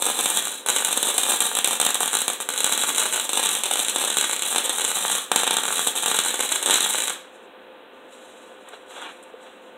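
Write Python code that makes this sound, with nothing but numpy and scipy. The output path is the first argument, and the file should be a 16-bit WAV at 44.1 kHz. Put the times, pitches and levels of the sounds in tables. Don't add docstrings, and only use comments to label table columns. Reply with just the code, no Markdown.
import sys
import numpy as np
from scipy import signal
from scipy.fft import rfft, irfft
from scipy.io import wavfile

SR = 44100
rng = np.random.default_rng(int(sys.argv[2]) if len(sys.argv) > 2 else 0)


def voltage_ratio(decibels):
    exponent = np.asarray(decibels, float) / 20
    return 10 ** exponent


def pcm_store(signal):
    levels = np.round(np.clip(np.atleast_2d(signal), -1, 1) * 32767)
    wavfile.write(sys.argv[1], SR, levels.astype(np.int16).T)


N = 430857


def rms_one(x):
    return x / np.sqrt(np.mean(x ** 2) + 1e-20)


def level(rows):
    s, db = np.transpose(rows)
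    return voltage_ratio(np.interp(np.arange(N) / SR, s, db, left=-200, right=-200))


def at_hz(points, hz):
    table_hz, values = np.transpose(points)
    return np.interp(np.log(hz + 1), np.log(table_hz), values)


def coloured(x, points, size=8192):
    shape_db = at_hz(points, np.fft.rfftfreq(size, 1 / SR))
    cepstrum = irfft(np.log(voltage_ratio(shape_db)))
    cepstrum[1:size // 2] *= 2
    cepstrum[size // 2 + 1:] = 0
    impulse_response = irfft(np.exp(rfft(cepstrum)))
    return signal.fftconvolve(x, impulse_response)[:len(x)]


def resonance(x, hz, width_hz):
    r = np.exp(-np.pi * width_hz / SR)
    poles = [1, -2 * r * np.cos(2 * np.pi * hz / SR), r * r]
    return signal.lfilter([(1 - r * r) / 2, 0, (r * r - 1) / 2], poles, x + 1e-18)


def low_pass(x, hz):
    return signal.sosfilt(signal.butter(2, hz, fs=SR, output="sos"), x)


def dying(x, t60):
    return signal.lfilter([1], [1, -voltage_ratio(-60 / (t60 * SR))], x)


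def clicks(times, gains):
    out = np.zeros(N)
    places = (np.asarray(times) * SR).astype(int)
    np.add.at(out, np.minimum(places, N - 1), gains)
    return out


def grains(per_s, spread_db):
    sizes = voltage_ratio(spread_db * np.minimum(rng.exponential(1, N), 3))
    signs = rng.choice([-1, 1], N)
    return rms_one(sizes * signs * (rng.random(N) < per_s / SR))


def drift(per_s):
    knots = rng.standard_normal(N // 256 + 2)
    return rms_one(np.interp(np.arange(N) * per_s / SR, np.arange(len(knots)), knots))


# pitch_hz, width_hz, lift_db
RINGS = [(900, 20, 0.5), (3372, 45, -2), (3790, 160, -4), (7400, 130, -5), (8300, 110, -7)]
# pitch_hz, level_db
MIC = [(40, -45), (110, -44.5), (220, -15), (480, -1.5), (1600, 0.5), (2100, -7.5), (3200, -0.5), (4080, 0),
       (4330, -16.5), (5000, -24), (5900, -8), (8000, 1.5), (13300, -10.5), (15600, -15.5)]


def microphone(x):
    for hz, width_hz, db in RINGS:
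        x = x + voltage_ratio(db) * resonance(x, hz, width_hz)
    return coloured(x, MIC)


# pitch_hz, level_db
FAN_TONES = [(398, -64), (468, -63), (516.8, -52), (710.6, -64), (1034, -64), (1184, -64), (1475, -64)]
# pitch_hz, level_db (per Hz)
FAN_AIR = [(40, 8.5), (85, 14.5), (130, -1), (250, -0.5), (500, -9), (1200, -18), (1800, -17),
           (2600, -16.5), (4000, -29.5), (7000, -52), (15500, -33)]


def fan():
    out = rms_one(microphone(coloured(rng.standard_normal(N), FAN_AIR))) * voltage_ratio(-47)
    t = np.arange(N) / SR
    for hz, db in FAN_TONES:
        tone = np.sqrt(2) * np.sin(2 * np.pi * (hz * t + rng.random()))
        waver = rms_one(resonance(rng.standard_normal(N), hz, width_hz=11.0))
        out += voltage_ratio(db) * (tone + 0.3 * waver)
    return out


# pitch_hz, t60_s
GARAGE = [(200, .42), (1000, .42), (3500, .4), (8000, .37), (14000, .31)]
# pitch_hz, level_db
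RETURN = [(200, 4.5), (280, 0), (500, -11), (1500, -1.5), (2200, 5.5), (3700, 3.5), (6000, 2), (9000, -1.5),
          (15500, 2.5)]


def answer():
    t = np.arange(SR // 2) / SR
    edges = 125 * 2 ** np.arange(0, 7.2, .5)
    tail = 0
    for low, high in zip(edges, edges[1:]):
        band_pass = signal.butter(2, [low, high], "band", fs=SR, output="sos")
        band = signal.sosfilt(band_pass, rng.standard_normal(len(t)))
        tail = tail + band * voltage_ratio(-60 * t / at_hz(GARAGE, np.sqrt(low * high)))
    tail = voltage_ratio(-33.5) * tail * np.clip(t / 0.0023, 0, 1)
    near = voltage_ratio(-19.5) * rng.standard_normal(len(t)) * voltage_ratio(-60 * t / 0.0085)
    near = near * np.clip(t / 0.00023, 0, 1)
    return coloured(tail + near, RETURN)


# delay_s, level_db, centre_hz, width_hz
ECHOES = [
    (.0015, -1.5, 3760, 903),
    (.0026, -1.5, 7000, 5180),
    (.0026, -13.5, 700, 900),
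    (.0043, -3, 3600, 1500),
    (0.015, -26, 8000, 8e3),
]


def surroundings(x):
    turn = 1.385 * drift(per_s=6.0)
    hard = 0
    for s, db, hz, width_hz in ECHOES:
        hard = hard + resonance(clicks([s], voltage_ratio(db))[:SR // 10], hz, width_hz)
    out = signal.fftconvolve(x, hard)[:N]
    for share in (np.cos(turn), np.sin(turn)):
        out = out + signal.fftconvolve(x * share, answer())[:N]
    return out


def strokes(rows):
    gain = 0
    for s, swell, sink, db in rows:
        gain = gain + level([(s - swell, db - 20), (s, db), (s + sink, db - 20)])
    return gain


# strongest_s, swell_s, sink_s, level_db
RUSTLE = [(7.355, .06, 0.054, -56), (7.43, 0.055, 0.1, -62), (7.63, 0.13, .12, -72), (7.79, .1, .1, -72.5),
          (7.94, 0.09, 0.13, -75), (8.13, 0.051, 0.21, -52), (8.38, .45, .45, -55), (8.74, .14, .2, -57),
          (8.91, .03, .1, -55), (9.02, .16, .16, -45), (9.2, .3, .4, -62), (9.43, .06, .15, -58),
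          (9.64, 0.18, .35, -62)]


def rustle():
    cloth = low_pass(grains(12000, spread_db=3.0), hz=10600)
    cloth = (cloth - low_pass(cloth, hz=3500)) * voltage_ratio(1.5 * drift(per_s=40))
    return voltage_ratio(5.0) * strokes(RUSTLE) * cloth


# strongest_s, swell_s, sink_s, level_db
SCRAPE = [
    (8.685, .035, .025, -42),
    (8.738, .025, .04, -39),
    (8.908, .012, .06, -42),
    (8.965, .05, .05, -41),
    (8.995, .04, .03, -37),
    (9.025, .02, .06, -35),
    (9.06, .04, .05, -39),
    (9.095, .04, .04, -41),
    (9.47, .1, .1, -48),
]


def scrape():
    grit = grains(4000, spread_db=2.0) * voltage_ratio(1.2 * drift(per_s=90))
    grit = low_pass(low_pass(grit, hz=4500), hz=2720)
    return voltage_ratio(2.0) * strokes(SCRAPE) * rms_one(grit)


# start_s, peak_db, pitch_hz, t60_s
KNOCKS = [
    (8.735, -23.5, 418, 0.028),
    (9.0184, -20, 1420, 0.0067),
    (9.339, -24, 457, 0.044),
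]


def knocks():
    out = np.zeros(N)
    for s, db, hz, t60 in KNOCKS:
        width_hz = np.log(1000) / (np.pi * t60)
        peak = voltage_ratio(db - 1.5) * SR / (2 * np.pi * width_hz)
        soft_blow = low_pass(clicks([s], peak), 2 * hz)
        out += resonance(soft_blow, hz, width_hz)
    return out


# start_s, peak_db
TICKS = [
    (8.6874, -24),
    (8.9895, -37),
    (9.0167, -27.5),
    (9.2275, -30),
    (9.2352, -30),
]


def crease_snaps():
    s, db = np.transpose(TICKS)
    burst = dying(clicks(s, voltage_ratio(db - 6.5)), t60=0.023)
    burst = low_pass(burst * rng.standard_normal(N), hz=7500)
    return np.diff(burst, n=2, prepend=[0, 0])


def handling():
    return rustle() + scrape() + knocks() + crease_snaps()


# start_s, bluntness (0-1)
BLUNT = [(0, 0.07), (2.2, 0.09), (4.5, 1), (6.3, 1), (7.1, 0.78)]


def crack(s, db):
    blunt = np.interp(s, *np.transpose(BLUNT)) + 0.18 * rng.standard_normal(len(s))
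    blunt = np.clip(blunt, 0, 1)
    shares = [1 - blunt / 2, blunt, blunt / 2]
    return sum(clicks(s + k / SR, -voltage_ratio(db) * share) for k, share in enumerate(shares))


# restrike_s, lull_s, sink_db, crack_db, thump_db
STUMBLES = [(6.66, .025, -12, -3, -16.5), (0.662, 0.17, -28, -8.5, -31), (0.8483, 0.043, -8, 0, -37),
            (1.0289, 0.045, -6, 2.5, -13.5), (1.1806, 0.039, -7, 3.5, -26), (1.405, 0.055, -15, 2.5, -13),
            (1.5518, 0.049, -7, -1, -15), (1.645, 0.043, -16, 5, -16), (1.8, 0.05, -14, .5, -7),
            (1.945, 0.048, -9, -0.5, -20), (2.2804, 0.053, -15, 2, -8), (2.403, 0.08, -21.5, -10, -12),
            (2.4893, 0.078, -28, -2.5, -7.5), (2.5608, 0.039, -7.5, -13, -16), (2.9819, .035, 1, 0, -10),
            (3.2925, 0.063, -16, -5.5, -16), (3.6358, 0.073, -14.5, -3, -24), (3.9601, 0.018, -8, -2.5, -8),
            (4.17, 0.18, -2, -2, -6.5), (4.6944, 0.031, -12, -4.5, -15), (5.3165, 0.13, -23, -1.5, 2),
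            (5.36, 0.036, -8, 2.5, -4), (5.954, 0.045, -21, -19, -15), (6.6273, 0.068, -14.5, -6.5, -25)]


def lulls_db(t):
    return sum(db * np.clip(1 - (s - t) / lull, 0, 1) * (t < s) for s, lull, db, *_ in STUMBLES)


THUMP_BELOW_DB = -11.5
# start_s, largest_peak_db
DROPLET_TOP = [(0, -8), (1.2, -9), (2, -2.5), (2.9, -8.5), (3.6, -2.5), (4.3, -9.5), (5.2, -9.5), (5.5, -8),
               (6.4, -9.5), (6.75, -5), (7.14, -9)]


def droplets():
    place, size, gas = rng.random((280, 3)).T
    s = place * DROPLET_TOP[-1][0]
    top_db = np.interp(s, *np.transpose(DROPLET_TOP)) + 2.0 * lulls_db(s)
    push_db = top_db + THUMP_BELOW_DB + 12.5 * np.log(1 / gas - 1) / 2
    push_db = np.minimum(push_db, -11)
    return np.c_[s, top_db + 1.5 * np.log(size), push_db]


# start_s, level_db
SIZZLE = [(0, -30.5), (.4, -30), (1, -29), (1.5, -28.5), (2.2, -30.5), (2.7, -31.5), (3.3, -29.5),
          (3.6, -29.5), (4.2, -31.5), (4.7, -31), (5.15, -27.5), (5.4, -33.5), (5.9, -30), (6.4, -33),
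          (6.7, -30), (7.1, -29.5), (7.14, -44.5)]


def spatter():
    flutter = voltage_ratio(5 * np.tanh(drift(per_s=60)))
    vigour = voltage_ratio(2.0 + lulls_db(np.arange(N) / SR)) * level(SIZZLE)
    return vigour * flutter * grains(1800, spread_db=5.0)


# start_s, crack_db, thump_db (peaks)
BURSTS = [(0.0647, -3, -13.5), (0.2585, 0.5, -9.5), (0.3721, 0.5, -9), (0.6866, 1, -7), (0.763, 0, -9.5),
          (1.3197, -1, -14), (1.5879, 1, -9.5), (1.731, -2, -10), (1.8141, 3, -12), (1.865, 2.5, -6.5),
          (2.008, -24, -8), (2.0313, -3, -9.5), (2.152, 0, -8.5), (2.6653, -3.5, -10.5), (2.837, -4.5, -7),
          (3.1778, -27, -11), (4.5603, -2.5, -6), (5.0509, -17.5, -5), (5.1003, -15.5, -9),
          (5.4339, -6, -5), (5.4764, -3, -8), (5.5087, -2, -6.5), (5.5684, -2.5, -7), (5.8715, -10, -10),
          (6.06, -3, -8.5), (6.1148, -6, -5.5), (6.1888, 0.5, -4.5), (6.698, -3.5, -5), (6.757, -1.5, -13),
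          (6.9466, -11, -7.5)]
# start_s, crack_db, thump_db (peaks)
POPS = [(.0547, -3, -26), (.2095, -1.5, -24), (.4533, -7, -26), (.695, -2, -8), (.7847, -5, -23),
        (1.2962, -3, -20), (1.4203, -7.5, -18), (1.5702, -5, -8.5), (1.8501, 0, -22), (2.0779, -4, -14),
        (2.1698, -2, -15), (3.001, -5, -27), (3.126, -7, -18), (3.1604, -4.5, -12), (3.459, -8, -25),
        (3.5134, -14, -26), (3.7367, -6, -33), (4.1848, -3, -22), (4.2448, -14, -22), (4.5822, -1, -25),
        (5.5853, -7.5, -9), (5.6536, -9, -9), (5.7061, -19, -8.5), (5.7932, -7, -6), (6.1503, -13, -12),
        (6.407, -4.5, -10.5), (6.559, -4.5, -14), (6.7081, 0.5, -26), (6.862, -14, -8), (7.037, -9, -17)]
# start_s, peak_db
SNAPS = [(.19, -3), (0.3021, -2), (.701, 1.5), (.928, -.5), (0.9749, -1.5), (1.07, -4.5), (1.2335, -2.5),
         (1.493, -16), (1.675, 0), (1.9052, -2), (2.2177, -2.5), (2.6049, -1.5), (2.6438, 2), (2.724, 0.5),
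         (2.777, -2.5), (2.8914, -3), (3.1981, -3.5), (3.4292, -5), (3.662, -7), (3.8835, -4.5),
         (4.0488, -6), (4.1018, -4), (4.2115, -1.5), (4.422, -6), (4.8488, -4), (5.52, -17), (6.5218, -4.5),
         (0.023, .5), (6.7417, 0), (6.8063, -3)]


def arc():
    restrikes = [(s, crack_db, thump_db) for s, _, _, crack_db, thump_db in STUMBLES]
    snaps = [(s, db, db + THUMP_BELOW_DB) for s, db in SNAPS]
    s, crack_db, thump_db = np.r_[restrikes, BURSTS, POPS, snaps, droplets()].T
    strikes = crack(s, crack_db + 8.0)
    fizz = voltage_ratio(-28.5) * dying(np.abs(strikes), t60=0.015) * grains(6000, spread_db=-4.5)
    sizzle = spatter()
    pushes = clicks(s, -voltage_ratio(np.minimum(thump_db, 1) + 20.0))
    thumps = low_pass(pushes, hz=1500) + low_pass(sizzle, hz=1242)
    thumps = thumps - low_pass(thumps, hz=90)
    return strikes + fizz + sizzle, thumps


# pitch_hz, level_db
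CRACK = [(300, 4), (1500, -19), (2600, -2), (3800, -41), (6000, -0.5), (9000, 6), (15500, 0.5)]


def scene():
    cracks, thumps = arc()
    hands = handling()
    direct = coloured(cracks, CRACK) + thumps + hands
    room = surroundings(cracks + thumps + voltage_ratio(-7.0) * hands)
    return (microphone(direct + room) + fan())[None]


def band_limit(x):
    return signal.sosfilt(signal.butter(12, 17000, fs=SR, output="sos"), x)


def record(dry):
    rounded = dry / (1 + (dry / .83) ** 6) ** (1 / 6)
    rounded = rounded - low_pass(rounded - dry, hz=200)
    top_cut = signal.ellip(12, .5, 45, 15750, fs=SR, output="sos")
    low_cut = signal.butter(2, 45, "high", fs=SR, output="sos")
    mix = signal.sosfilt(np.r_[top_cut, low_cut], rounded)
    return band_limit(mix)


dry = scene()
out = record(dry)
pcm_store(out)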